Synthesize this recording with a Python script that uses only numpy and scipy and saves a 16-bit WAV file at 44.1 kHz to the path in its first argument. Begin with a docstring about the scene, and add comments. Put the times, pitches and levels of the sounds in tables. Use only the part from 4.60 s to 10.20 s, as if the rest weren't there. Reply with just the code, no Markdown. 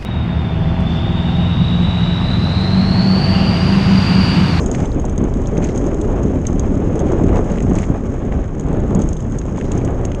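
"""A mountain bike runs fast down a snowy forest trail, heard from a microphone on the rider's chest.
From the start wind turbulence buffets, tyres rumble and crunch (shaped noise and random grains), and
chain and cables tick (struck resonances near 6.5 kHz). Soon crust crackles, the frame knocks, and single
eddies thump as swings of pressure; from 0.4 s short hollow pops ring low as struck resonances.
Near 1.1, 3.2 and 5.1 s a twig scrapes by stick and slip. The heaviest eddy comes at 2.6 s."""
import sys
import numpy as np
from scipy import signal
from scipy.io import wavfile
from scipy.ndimage import uniform_filter1d

SR = 44100
rng = np.random.default_rng(int(sys.argv[2]) if len(sys.argv) > 2 else 0)


def unload_wav(signal):
    """Save mono or channel-first audio to the path in sys.argv[1] as 16-bit WAV at rate SR, clipped to [-1, 1]."""
    wavfile.write(
        sys.argv[1],
        SR,
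        np.round(np.clip(np.atleast_2d(signal).T, -1, 1) * 32767).astype(np.int16),
    )


N = 246959  # length in samples

# Load of the tyres on the trail. Each row: time in seconds, load in dB.
TYRE_LOAD = [(0.0, -17.5), (0.15, -20), (0.48, -20), (1.0, -18.5), (1.65, -16), (1.82, -18), (2.2, -15),
             (2.68, -14), (2.95, -17), (3.1, -18), (3.45, -19.5), (3.96, -22), (4.15, -14.5), (4.4, -15),
             (4.57, -21.5), (4.96, -21), (5.16, -18.5), (5.42, -20), (5.6, -23.5)]
MEAN_LOAD_DB = -18
# Layers that follow the load. Each holds: level at the mean load in dB, slope in dB per dB of load.
WIND_BUFFETING = (-20, .6)
TYRE_RUMBLE = (-20.5, 0.91)
SNOW_CRUNCH = (-47, 0.5)

# Air rushing past the microphone. Each row: time in seconds, level in dB.
AIR_RUSH = [(0, -29), (.4, -34), (1.0, -32.5), (1.65, -31.5), (1.85, -34.5), (2.45, -29.5), (2.78, -28.5),
            (2.87, -31), (3.15, -31), (3.5, -33.5), (3.92, -34), (4.14, -37.5), (4.42, -32), (4.58, -35.5),
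            (4.95, -32.5), (5.35, -32.5), (5.6, -36)]
# Passing gusts. Each row: centre in seconds, length in seconds, change of the buffeting in dB.
GUSTS = [(.6, 1, 3.5), (1.504, 0.079, 4), (2.005, 0.25, 3), (2.237, 0.16, -1), (2.738, 0.29, 4),
         (3.134, 0.15, 4.5), (3.762, 0.17, 5.5), (4.173, 0.095, 1), (4.483, .12, 3), (5.374, 0.49, 3)]
# Brief changes of wind, mostly lulls. Each row: centre in seconds, length in seconds, change in dB.
LULLS = [(0.145, 0.068, -2), (0.935, .05, -3.5), (1.12, 0.071, -3.5), (1.23, .04, 2), (2.4, 0.063, -7),
         (2.89, 0.086, -4), (3.36, 0.083, -5), (3.62, 0.051, -7), (3.995, .05, -8), (4.3, 0.068, -2),
         (4.79, 0.064, -1.5), (5.0, .06, -8.5)]
# Spectra of large and small eddies. Each row: frequency in Hz, relative density in dB per Hz.
EDDY_SPECTRUM = [(16, -11), (25, 2.5), (40, -1), (70, -4), (110, -5.5), (170, -14.5), (300, -34.5)]
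RUSH_SPECTRUM = [(250, -2.5), (480, 2.5), (650, -1), (1000, -8.5), (1500, -18.5), (2200, -23), (3200, -29),
                 (4500, -59.5)]
RUSH_JOLT_SHARE = 0.44  # share of a jolt, in dB, that the rush of air takes on
MUFFLE_HZ = 3620  # low-pass for wind, rolling and low pops

# Bumps that press the bike down. Each row: centre in seconds, change of the rumble in dB.
BUMPS = [(.07, 4), (.15, 3.5), (0.224, 5.5), (.3, -0.5), (.375, 5), (.631, 6.5), (.78, 3.5), (1.006, 7.5),
         (1.23, 1), (1.32, 2.5), (1.75, 3), (2.3, -1.5), (2.72, 2.5), (2.79, 1), (3.125, 5.5), (3.18, 2),
         (3.306, 3.5), (3.66, 4), (3.77, 6.5), (4.2, 1), (4.39, 4), (4.73, 5), (5.149, 4), (5.28, 2)]
# hump length; time from the bump to the smaller opposite hump that follows it; relative size of that hump
BUMP_S, REBOUND_S, REBOUND_SHARE = 0.084, 0.063, 0.23
# Brief losses of grip. Each row: centre in seconds, length in seconds, change of the rumble in dB.
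SKIPS = [(.425, 0.027, -2.5), (0.693, .04, -4), (1.82, 0.11, -2), (2.83, .04, -1.5), (3.263, .035, -6.5),
         (3.888, 0.062, -6), (4.275, 0.018, -7)]
# Ground hardness. Each row: time in seconds, hardness on a scale where a step is 1.7 dB of roar over thud.
GROUND_HARDNESS = [(0, 2.5), (.65, 1), (1.25, 6.5), (1.9, -1), (2.5, 5.5), (3.1, -2), (3.5, 1), (4.0, -1.5),
                   (4.3, 0), (4.7, -2), (5.35, 3), (5.6, 5)]
BUMP_DEEPENING = 0.36  # hardness lost per dB of jolt
# Spectra on soft and hard ground. Each row: frequency in Hz, relative density in dB per Hz.
THUD_SPECTRUM = [(60, -2), (110, -5), (190, -0.5), (260, -5.5), (360, -21.5), (600, -43.5)]
ROAR_SPECTRUM = [(180, -6), (260, -2), (360, -2.5), (500, -10.5), (720, -28), (1400, -64)]

# Loose snow thrown against the bike. Each row: time in seconds, spray level in dB.
SNOW_SPRAY = [(0, -39), (.09, -51), (.2, -47), (.45, -56), (.9, -53.5), (1.22, -51), (1.6, -53.5),
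              (3.1, -51), (3.21, -50), (3.3, -53.5), (3.6, -55.5), (4.1, -58), (4.46, -54.5), (4.8, -54),
              (5.6, -56)]
# Spectrum of packing snow. Each row: frequency in Hz, relative density in dB per Hz.
CRUNCH_SPECTRUM = [(900, 6.5), (1500, 10), (2200, -3.5), (3000, -6), (4000, -16.5), (5500, -28),
                   (8000, -33), (11000, -56)]
# Spray through the microphone port. Each row: frequency in Hz, bandwidth in Hz, relative level in dB.
SPRAY_MODES = [(4990, 330, -7.5), (6560, 340, 2), (6700, 380, -29.5), (7160, 480, -15.5),
               (8660, 800, -32.5)]
SPRAY_MIST = 0.25  # even powder among the grains

# Stretches of frozen lumps. Each row: centre in seconds, length in seconds, level in dB.
FROZEN_CLODS = [(0.168, 0.26, -34), (1.575, 0.18, -28), (2.597, 0.29, -30), (2.769, 0.076, -21.5),
                (2.92, 0.063, -25), (3.158, 0.11, -27.5), (3.354, 0.042, -24.5), (4.14, 0.17, -27.5),
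                (4.406, 0.19, -31), (5.14, 0.061, -51), (5.374, 0.46, -31.5)]
# Spectrum of the bursting lumps. Each row: frequency in Hz, relative density in dB per Hz.
CLOD_SPECTRUM = [(380, 3.5), (600, 4), (900, -7), (1400, -15), (2200, -26.5), (3200, -38.5)]
CLODS_PER_S = 830

# Loudest chain and cable ticks. Each row: start in seconds, strength of the ring in dB,
# ring frequency in Hz, body relative to ring in dB, bounce time of the contact in seconds.
LOUD_TICKS = [(0.0605, -23, 6700, -14, 0.0005), (0.1144, -22.5, 6600, -16, 0.00019),
              (0.15, -28.7, 6430, -24, 0.0018), (0.2013, -35, 6440, -20, 0.0015),
              (0.2549, -31.5, 6400, -6.5, 0.0018), (0.3456, -39.5, 6600, -8, 0.0003),
              (0.3965, -31, 6550, -12, 0.0018), (0.4524, -30.5, 6600, -14, 0.00096),
              (0.4962, -34, 6300, -9, 0.00032), (0.5259, -42.8, 6600, -12, 0.00023),
              (0.5788, -25.9, 6520, -14, 0.00071), (0.6399, -32.8, 6470, -17, 0.0002),
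              (0.739, -36.5, 6540, -6, 0.0002), (0.8173, -40, 6500, -19, 0.0002),
              (0.8719, -30, 6500, -20, 0.0002), (0.9774, -30, 6360, -9, 0.00022),
              (1.0416, -28, 6400, -15, 0.00022), (1.0449, -25.9, 6470, -19, 0.00065),
              (1.1594, -31, 6500, -14, 0.0005), (1.1758, -27, 6770, -14, 0.00096),
              (1.1812, -33, 6350, -20, 0.0002), (1.2414, -41, 6340, -7, 0.0006),
              (1.2646, -35, 6470, -13, 0.00045), (1.2697, -36, 6500, -22, 0.00017),
              (1.3433, -34, 6630, -11, 0.0011), (1.413, -31, 6500, -8, 0.0015),
              (1.6313, -33.5, 6560, -13, 0.002), (1.868, -18, 6450, -19, 0.00099),
              (1.9293, -36.5, 6370, -15, 0.0002), (1.9952, -21.9, 6500, -15.5, 0.00035),
              (2.3565, -36, 6440, -14, 0.00023), (2.3917, -29.5, 6400, -11, 0.0009),
              (2.4009, -34, 6500, -7, 0.0008), (2.5181, -33.5, 6460, -14, 0.0024),
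              (2.6356, -35.2, 6440, -14, 0.0018), (2.7791, -36, 6490, -13, 0.001),
              (2.8432, -41, 6700, -6, 0.0015), (2.916, -33, 6590, -13, 0.0011),
              (3.0037, -37, 6300, -12, 0.00045), (3.0245, -31.5, 6570, -18, 0.0018),
              (3.0966, -37.7, 6500, -13, 0.0014), (3.1338, -36, 6490, -20, 0.00018),
              (3.1535, -30.7, 6560, -11, 0.0006), (3.1862, -27.5, 6530, -18, 0.001),
              (3.2202, -36, 6760, -10, 0.00044), (3.2656, -42, 6600, -20, 0.0005),
              (3.997, -31, 6700, -15, 0.0005), (4.009, -38.0, 6420, -13, 0.0004),
              (4.0394, -45.7, 6950, -12, 0.0003), (4.0854, -41, 6360, -8, 0.00033),
              (4.129, -41.9, 6680, -11, 0.0002), (4.2023, -41, 6700, -10, 0.0002),
              (4.2781, -45, 6810, -10, 0.0008), (4.3068, -42, 6600, -4, 0.0009),
              (4.3494, -26.3, 6680, -20, 0.0002), (4.392, -35, 6570, -15, 0.0003),
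              (4.4007, -38.9, 6450, -9, 0.0002), (4.4177, -27, 6520, -12.5, 0.0017),
              (4.4382, -40, 6450, -9, 0.001), (4.489, -28.2, 6600, -20, 0.0005),
              (4.5295, -29, 6500, -16, 0.0015), (4.567, -34, 6330, -6.5, 0.0018),
              (4.6041, -35.5, 6510, -9, 0.001), (4.72, -38.1, 6560, -24, 0.001),
              (4.7856, -25.5, 6610, -20, 0.0014), (4.9743, -39, 6700, -11, 0.00024),
              (4.9878, -36, 6620, -8, 0.0008), (5.0135, -48, 6450, -8, 0.00022),
              (5.0422, -41.9, 6650, -2, 0.00097), (5.1181, -25.5, 6570, -14, 0.00083),
              (5.1524, -39.4, 6620, -17, 0.0004), (5.1761, -30.5, 6500, -20, 0.0015),
              (5.2482, -31.1, 6550, -14, 0.0019), (5.3056, -41.6, 6620, -14, 0.001),
              (5.4517, -24.5, 6520, -14, 0.0003), (5.5181, -37.5, 6330, -9, 0.00054),
              (5.5485, -36.5, 6310, -11, 0.0006)]
# Ring of a tick. 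Each row: nominal frequency in Hz, bandwidth in Hz, nominal relative strength in dB.
TICK_MODES = [(5270, 450, -15.5), (6550, 167, 9), (7000, 600, -5), (7630, 190, -9), (9250, 1200, -15)]
TICK_SCATTER_HZ, TICK_SCATTER_DB = 170, 2.8  # standard deviations
# Duller body of a tick. Each row: frequency in Hz, bandwidth in Hz, relative peak in dB.
TICK_BODY_MODES = [(3210, 440, 2.5), (3800, 450, -5), (5170, 290, -6.5)]
FAINT_TICKS_PER_S, FAINT_TICK_DB, FAINT_TICK_SPREAD_DB = 22, -46.5, 4
FAINT_TICK_HZ, FAINT_TICK_SPREAD_HZ = 6550, 150
FAINT_BODY_DB, FAINT_BODY_SPREAD_DB, FAINT_BOUNCE_S = -8.5, 5, 0.00048

# Patches of icy crust and twigs. Each row: start in seconds, decay length in seconds, level in dB.
CRUST_PATCHES = [(0.129, 0.19, -49), (1.018, 0.079, -48), (2.447, 0.45, -62), (2.754, 0.022, -44),
                 (2.899, 0.11, -52), (3.157, 0.08, -47), (3.209, 0.052, -49.5), (4.397, 0.081, -56),
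                 (4.964, 0.12, -55), (5.113, 0.12, -53.5)]
CRUMBS_PER_S = 700  # at the start of a patch
# Frame knocks. Each row: start in seconds, strength in dB, ring in Hz, bounce time in seconds.
FRAME_KNOCKS = [(0.1483, -26.1, 2130, 0.0011), (0.206, -33.6, 1750, 0.0011), (0.3176, -38, 3900, 0.00055),
                (0.8583, -38, 3360, 0.0016), (0.97, -30, 1750, 0.0016), (1.0206, -33, 1750, 0.0011),
                (1.026, -32.7, 1750, 0.0018), (1.0311, -35.0, 1840, 0.0008), (1.0397, -32.5, 1750, 0.0015),
                (1.049, -32, 1790, 0.0004), (1.0895, -31, 1750, 0.0019), (1.0959, -37, 1810, 0.0018),
                (1.8527, -32, 2000, 0.0012), (2.4859, -39, 2270, 0.0013), (2.691, -34, 2030, 0.0014),
                (2.7587, -35, 2070, 0.0018), (2.904, -37, 1780, 0.001), (2.958, -35, 1790, 0.0002),
                (2.976, -36, 1750, 0.0012), (2.985, -31, 1950, 0.0002), (3.0042, -31.5, 1810, 0.0006),
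                (3.1116, -36, 1750, 0.0005), (3.1856, -27.5, 2350, 0.0008), (3.23, -34, 1980, 0.0005),
                (3.2373, -29.5, 2110, 0.002), (3.7239, -30.5, 1980, 0.00035), (4.8153, -33.5, 1810, 0.001),
                (4.9729, -41, 2140, 0.0003), (4.9804, -38, 1820, 0.0007), (5.012, -28, 1830, 0.00068),
                (5.117, -33, 2660, 0.0009), (5.187, -39, 2460, 0.0003), (5.2155, -37, 2360, 0.00055),
                (5.2766, -34, 1930, 0.00054), (5.4507, -32.5, 1850, 0.0013), (5.5178, -30.0, 2010, 0.00023),
                (5.5477, -33.1, 2390, 0.0004)]
# Ring shared by all knocks. Each row: frequency in Hz, bandwidth in Hz, relative peak in dB.
KNOCK_MODES = [(3280, 1300, -15.5), (3660, 700, -31), (5500, 440, -21.5), (6500, 720, -13.5)]
# Single eddies. Each row: centre in seconds, peak in dB.
SINGLE_EDDIES = [(.222, -12), (0.363, -8), (.373, -13), (0.614, -11), (.629, -11), (.648, -6), (1.656, -8),
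                 (1.9, -8.5), (2.275, -5), (2.644, 0.5), (2.677, -8), (3.035, -10), (3.05, -5), (3.12, -4),
                 (3.17, -4.5), (3.18, -9), (3.303, -4), (4.175, -7), (4.357, -11), (4.387, -6.5),
                 (4.402, -6.5), (5.153, -8.5)]
EDDY_HZ = 175  # the pulse spectrum is strongest here
# Short hollow low pops among the wind and rolling noise. Each row: start in seconds, peak in dB.
LOW_POPS = [(.443, -17), (0.685, -21), (0.726, -23), (1.484, -19), (1.898, -20), (2.114, -30), (2.514, -16),
            (2.52, -16), (2.533, -18), (2.598, -10), (2.705, -20), (2.727, -16), (2.755, -12.5),
            (2.79, -13), (3.117, -18), (3.297, -19), (3.324, -23), (4.073, -20.5), (4.293, -28),
            (4.31, -21), (4.346, -17), (4.394, -16.5), (4.981, -16), (5.11, -21), (5.151, -23),
            (5.3, -16.5)]
POP_HZ, POP_SCATTER = 613, 0.22  # mean pitch and its relative standard deviation
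# Twigs along the bike. Each row: start in seconds, decay length in seconds, first peak in dB.
TWIG_SCRAPES = [(1.091, .04, -32), (3.196, 0.057, -38), (5.055, 0.066, -37)]
# Ring of a scraping twig. Each row: frequency in Hz, bandwidth in Hz, relative peak in dB.
SCRAPE_MODES = [(3900, 550, 2.5), (5200, 610, 3), (6500, 550, 9)]
SLIP_S = 0.0066  # mean time between slips
CUTOFF_HZ = 12500  # upper limit of the whole sound


def from_db(db):
    """Logarithmic level: twenty decibels are a factor of ten in amplitude."""
    return 10 ** (np.asarray(db) / 20)


def rms_one(x):
    """Mean power: scale a signal to rms 1."""
    return x / np.sqrt(np.mean(x ** 2) + 1e-20)


def peak_one(x):
    """Peak amplitude: scale a signal to peak 1."""
    return x / np.abs(x).max()


def strength_one(x):
    """Impulse energy: scale a blow to the energy of a 4 ms tone of height 1."""
    return x * np.sqrt(.002 * SR) / np.linalg.norm(x)


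def in_time(rows):
    """Linear interpolation: one curve per column, sample by sample."""
    seconds, *columns = np.transpose(rows)
    return [np.interp(np.arange(N) / SR, seconds, column) for column in columns]


def swell(s, length_s):
    """Gaussian envelope: a smooth hump of height 1 around a time."""
    return np.exp(-(2 * (np.arange(N) / SR - s) / length_s) ** 2)


def add(out, s, sound):
    """Superposition: mix a short sound in at a time."""
    at = max(round(s * SR), 0)
    out[at:at + len(sound)] += sound[:max(N - at, 0)]


def butter(x, hz, kind, order=2):
    """Causal Butterworth filtering: a maximally flat passband."""
    sections = signal.butter(order, np.clip(hz, 8, .45 * SR), kind, fs=SR, output="sos")
    return signal.sosfilt(sections, x)


def drift(rate):
    """Low-passed noise: smooth chance of spread 1 that changes about rate times a second."""
    r = np.exp(-40 * np.pi * rate / SR)
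    # made at a twentieth of the sample rate; the filter's run-in is dropped
    slow = signal.lfilter([1], [1, -2 * r, r * r], rng.standard_normal(N // 20 + 2002))[2000:]
    return np.interp(np.arange(N) / 20, np.arange(len(slow)), rms_one(slow))


def resonate(x, modes):
    """Modal superposition: parallel damped resonances with alternating signs."""
    out = 0
    for k, (hz, width, db) in enumerate(modes):
        r = np.exp(-np.pi * width / SR)
        zeros = [(1 - r * r) / 2, 0, -(1 - r * r) / 2]
        poles = [1, -2 * r * np.cos(2 * np.pi * hz / SR), r * r]
        out = out + (-1) ** k * from_db(db) * signal.lfilter(zeros, poles, x)
    return out


def coloured(source, spectrum):
    """Spectral shaping: half-octave bands, dealt in turn from two draws, follow a spectrum; rms 1."""
    hz, db = np.transpose(spectrum)
    draws, out = [source(), source()], 0
    centres = hz[0] * 2 ** np.arange(0, np.log2(hz[-1] / hz[0]), .5)
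    for k, centre in enumerate(centres):
        edges = centre * np.sqrt(2) ** np.array([-.5, .5])
        level_db = np.interp(np.log(centre), np.log(hz), db)
        out = out + from_db(level_db) * butter(draws[k % 2], edges, "band")
    return rms_one(out)


def white():
    """White noise: equal mean power at all frequencies."""
    return rng.standard_normal(N)


def steady(x, seconds):
    """Running power normalisation: slow swells even out and only fast lumps remain."""
    return x / np.sqrt(uniform_filter1d(x * x, max(int(seconds * SR), 2)) + 1e-9)


def grains(per_s, spread_db):
    """Random impulses: snow crystals break by chance; with a spread, a few are much harder."""
    born = rng.random(N) < per_s / SR
    sizes_db = spread_db * np.minimum(rng.exponential(1, N), 4)
    return born * from_db(sizes_db) * rng.choice([-1, 1], N) + 1e-18


def contact(bounce_db, bounce_s, tail_db, tail_s):
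    """Impact excitation: one clean blow, quick bounces, then a faint chatter that dies away."""
    t = np.arange(SR // 20) / SR
    bounces = rng.standard_normal(len(t)) * t * np.exp(-t / bounce_s)
    chatter = rng.standard_normal(len(t)) * np.exp(-t / tail_s)
    bounces = from_db(bounce_db) * bounces / np.linalg.norm(bounces)
    chatter = from_db(tail_db) * chatter / np.linalg.norm(chatter)
    return (t == 0) + bounces + chatter


def follow(layer, load_db):
    """Power law: the level of a layer in dB is linear in the load in dB."""
    db, slope = layer
    return db + slope * (load_db - MEAN_LOAD_DB)


def wind(buffet_db, rush_db):
    """Turbulence: big eddies thump on the microphone; small ones rush past in quick flurries."""
    eddies = steady(coloured(white, EDDY_SPECTRUM), seconds=0.049)
    flurries = from_db(2.35 * drift(45))
    rush = steady(coloured(white, RUSH_SPECTRUM), seconds=0.043) * flurries
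    return from_db(buffet_db) * eddies + from_db(rush_db) * rush


def jolts():
    """Load transfer: bumps press the tyres, then let them go light, as does a skip; in dB."""
    out = 0
    for s, db in BUMPS:
        out = out + db * (swell(s, BUMP_S) - REBOUND_SHARE * swell(s + REBOUND_S, BUMP_S))
    return out + sum(db * swell(s, length_s) for s, length_s, db in SKIPS)


def tyres(rumble_db, hardness):
    """Contact stiffness: soft snow gives a deep thud, frozen ground a higher roar."""
    thud = steady(coloured(white, THUD_SPECTRUM), seconds=0.075)
    roar = steady(coloured(white, ROAR_SPECTRUM), seconds=0.042)
    roar_gain = from_db(1.7 * hardness - 4.0)
    rumble = (thud + roar_gain * roar) / np.sqrt(1 + roar_gain ** 2)
    return from_db(rumble_db + 2.0 * drift(40)) * rumble


def snow(crunch_db, spray_db):
    """Granular fracture: snow packs in clumps that crunch and fling fine spray against the bike."""
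    clumps = from_db(2.0 * drift(60))
    breaks = grains(per_s=2600, spread_db=3.5)
    crunch = coloured(lambda: breaks + grains(per_s=4600, spread_db=8.5), CRUNCH_SPECTRUM)
    powder = breaks + 2.0 * grains(per_s=700, spread_db=0.0) + SPRAY_MIST * white()
    spray = rms_one(butter(resonate(powder, SPRAY_MODES), 5400, "high", order=4))
    both = clumps * (from_db(crunch_db) * crunch + from_db(spray_db) * spray)
    return butter(both, 9570, "low", order=10)


def clods():
    """Brittle fracture: frozen lumps burst under the knobs in a dense, uneven run of dull cracks."""
    effort = sum(from_db(db) * swell(s, length_s) for s, length_s, db in FROZEN_CLODS)
    cracks = coloured(lambda: grains(per_s=CLODS_PER_S, spread_db=2.5), CLOD_SPECTRUM)
    return effort * steady(cracks, seconds=0.031) * from_db(0.92 * drift(60))


def faint_ticks():
    """Random arrivals: light touches at uneven times, as rows like those of the loud ticks."""
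    gap, level, pitch, body = rng.uniform(-1, 1, (220, 4)).T
    times = np.cumsum(1 + gap) / FAINT_TICKS_PER_S
    strength_db = FAINT_TICK_DB + FAINT_TICK_SPREAD_DB * level
    ring_hz = FAINT_TICK_HZ + FAINT_TICK_SPREAD_HZ * pitch
    body_db = FAINT_BODY_DB + FAINT_BODY_SPREAD_DB * body
    bounce_s = np.full(len(times), FAINT_BOUNCE_S)
    rows = np.column_stack([times, strength_db, ring_hz, body_db, bounce_s])
    return rows[times < N / SR]


def chain():
    """Struck modes: links and cables flick against the frame, and a weak rebound follows."""
    out = np.zeros(N)
    for s, db, ring_hz, body_db, bounce_s in [*LOUD_TICKS, *faint_ticks()]:
        modes = np.array(TICK_MODES, float)
        # the modes shift in pitch and strength with the place that is hit; the main one has a set pitch
        modes[:, 0] += TICK_SCATTER_HZ * rng.standard_normal(len(modes))
        modes[np.argmax(modes[:, 2]), 0] = ring_hz
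        modes[:, 2] += TICK_SCATTER_DB * rng.standard_normal(len(modes))
        blow, rebound = [contact(bounce_db=5.5, bounce_s=max(bounce_s, .0001), tail_db=-2.0, tail_s=0.0065)
                         for _ in range(2)]
        late = int(rng.uniform(.004, .012) * SR)
        rebound = np.pad(rebound, (late, 0))[:len(blow)]
        touch = blow + from_db(rng.normal(-18.5, 2.4)) * rebound
        ring = 0
        for hz, width, level_db in modes:
            ring = ring + from_db(level_db) * strength_one(resonate(touch, [(hz, width, 0)]))
        ring = butter(ring, 8600, "low", order=7)
        ring = strength_one(butter(ring, 4960, "high", order=3))
        body = resonate(touch, TICK_BODY_MODES)
        body = strength_one(butter(body, [2400, 6000], "band", order=3))
        add(out, s, from_db(db) * (ring + from_db(body_db) * body))
    return out


def crackle():
    """Fracture shower: crust and twigs snap in thinning bursts of crumbs at fourteen pitches."""
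    pitches, out = np.geomspace(1700, 5900, num=14), np.zeros(N)
    for s, length_s, db in CRUST_PATCHES:
        t = np.arange(round(2 * length_s * SR)) / SR
        fading = np.exp(-(t / length_s) ** 2)
        shower = 0
        for hz in pitches:
            born = rng.random(len(t)) < CRUMBS_PER_S / len(pitches) * fading / SR
            sizes = from_db(np.clip(rng.normal(0, 4, len(t)), -8, 6)) * rng.choice([-1, 1], len(t))
            # higher crumbs are weaker; all share two upper resonances
            modes = [(hz, 420, -13 * np.log2(hz / pitches[0])), (6500, 450, -11), (8000, 1500, -22)]
            shower = shower + resonate(born * fading * sizes + 1e-18, modes)
        add(out, s, from_db(db) * rms_one(butter(shower, 8200, "low", order=4)))
    return out


def frame():
    """Damped vibration: each blow on the frame gives a short, dry knock."""
    out = np.zeros(N)
    for s, db, hz, bounce_s in FRAME_KNOCKS:
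        touch = contact(bounce_db=3.0, bounce_s=max(bounce_s, .0001), tail_db=-2.5, tail_s=.004)
        knock = resonate(touch, [(hz, 600, 0), *KNOCK_MODES])
        add(out, s, from_db(db) * strength_one(butter(knock, 7800, "low", order=6)))
    return out


def buffets():
    """Vortex pressure: a single eddy crosses the microphone as one swing down and up."""
    out = np.zeros(N)
    t = np.arange(-SR // 50, SR // 50) / SR
    phase = 2 * np.pi * EDDY_HZ * t
    swing = phase * np.exp((1 - phase ** 2) / 2)
    for s, db in SINGLE_EDDIES:
        add(out, s + t[0], from_db(db) * swing)
    return out


def low_pops():
    """Damped resonance: a brief excitation rings one broad mode at a random pitch as a hollow pop."""
    out = np.zeros(N)
    for s, db in LOW_POPS:
        hz = POP_HZ * (1 + POP_SCATTER * rng.standard_normal())
        touch = contact(bounce_db=-3, bounce_s=.0008, tail_db=-4, tail_s=.003)
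        pop = resonate(touch, [(hz, 500, 0)])
        add(out, s, from_db(db) * peak_one(butter(pop, 1080, "low", order=4)))
    return out


def scrapes():
    """Stick-slip friction: a twig sticks and slips, each slip weaker as it bends away."""
    out = np.zeros(N)
    for s, length_s, db in TWIG_SCRAPES:
        slips = np.cumsum(SLIP_S * rng.uniform(.4, 1.6, 20)) - SLIP_S
        for late in slips[slips < length_s]:
            touch = contact(bounce_db=-2.0, bounce_s=0.00054, tail_db=-4, tail_s=0.0034)
            slip = peak_one(butter(resonate(touch, SCRAPE_MODES), 7500, "low", order=6))
            add(out, s + late, from_db(db) * np.exp(-late / length_s) * slip)
    return out


def scene():
    """Superposition of close sources without echo; tyre load drives buffeting, rumble and crunch."""
    load_db, = in_time(TYRE_LOAD)
    hardness, = in_time(GROUND_HARDNESS)
    rush_db, = in_time(AIR_RUSH)
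    spray_db, = in_time(SNOW_SPRAY)
    jolt_db = jolts()
    gust_db = sum(db * swell(s, length_s) for s, length_s, db in GUSTS + LULLS)
    buffet_db = follow(WIND_BUFFETING, load_db) + gust_db
    air = wind(buffet_db, rush_db + RUSH_JOLT_SHARE * jolt_db) + buffets()
    rumble_db = follow(TYRE_RUMBLE, load_db) + jolt_db
    # a pressed tyre thuds more than it roars
    rolling = tyres(rumble_db, hardness - BUMP_DEEPENING * jolt_db) + clods()
    crunching = snow(follow(SNOW_CRUNCH, load_db), spray_db) + crackle() + scrapes()
    muffled = butter(air + rolling + low_pops(), MUFFLE_HZ, "low", order=6)
    return (muffled + crunching + chain() + frame())[None]


def record(dry):
    """Soft saturation and band limiting: the highest peaks are rounded and the top is cut."""
    top = .9  # amplitude that the rounded peaks approach
    rounded = dry / (1 + (dry / top) ** 4) ** (1 / 4)
    return butter(rounded, CUTOFF_HZ, "low", order=12)


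dry = scene()
out = record(dry)
unload_wav(out)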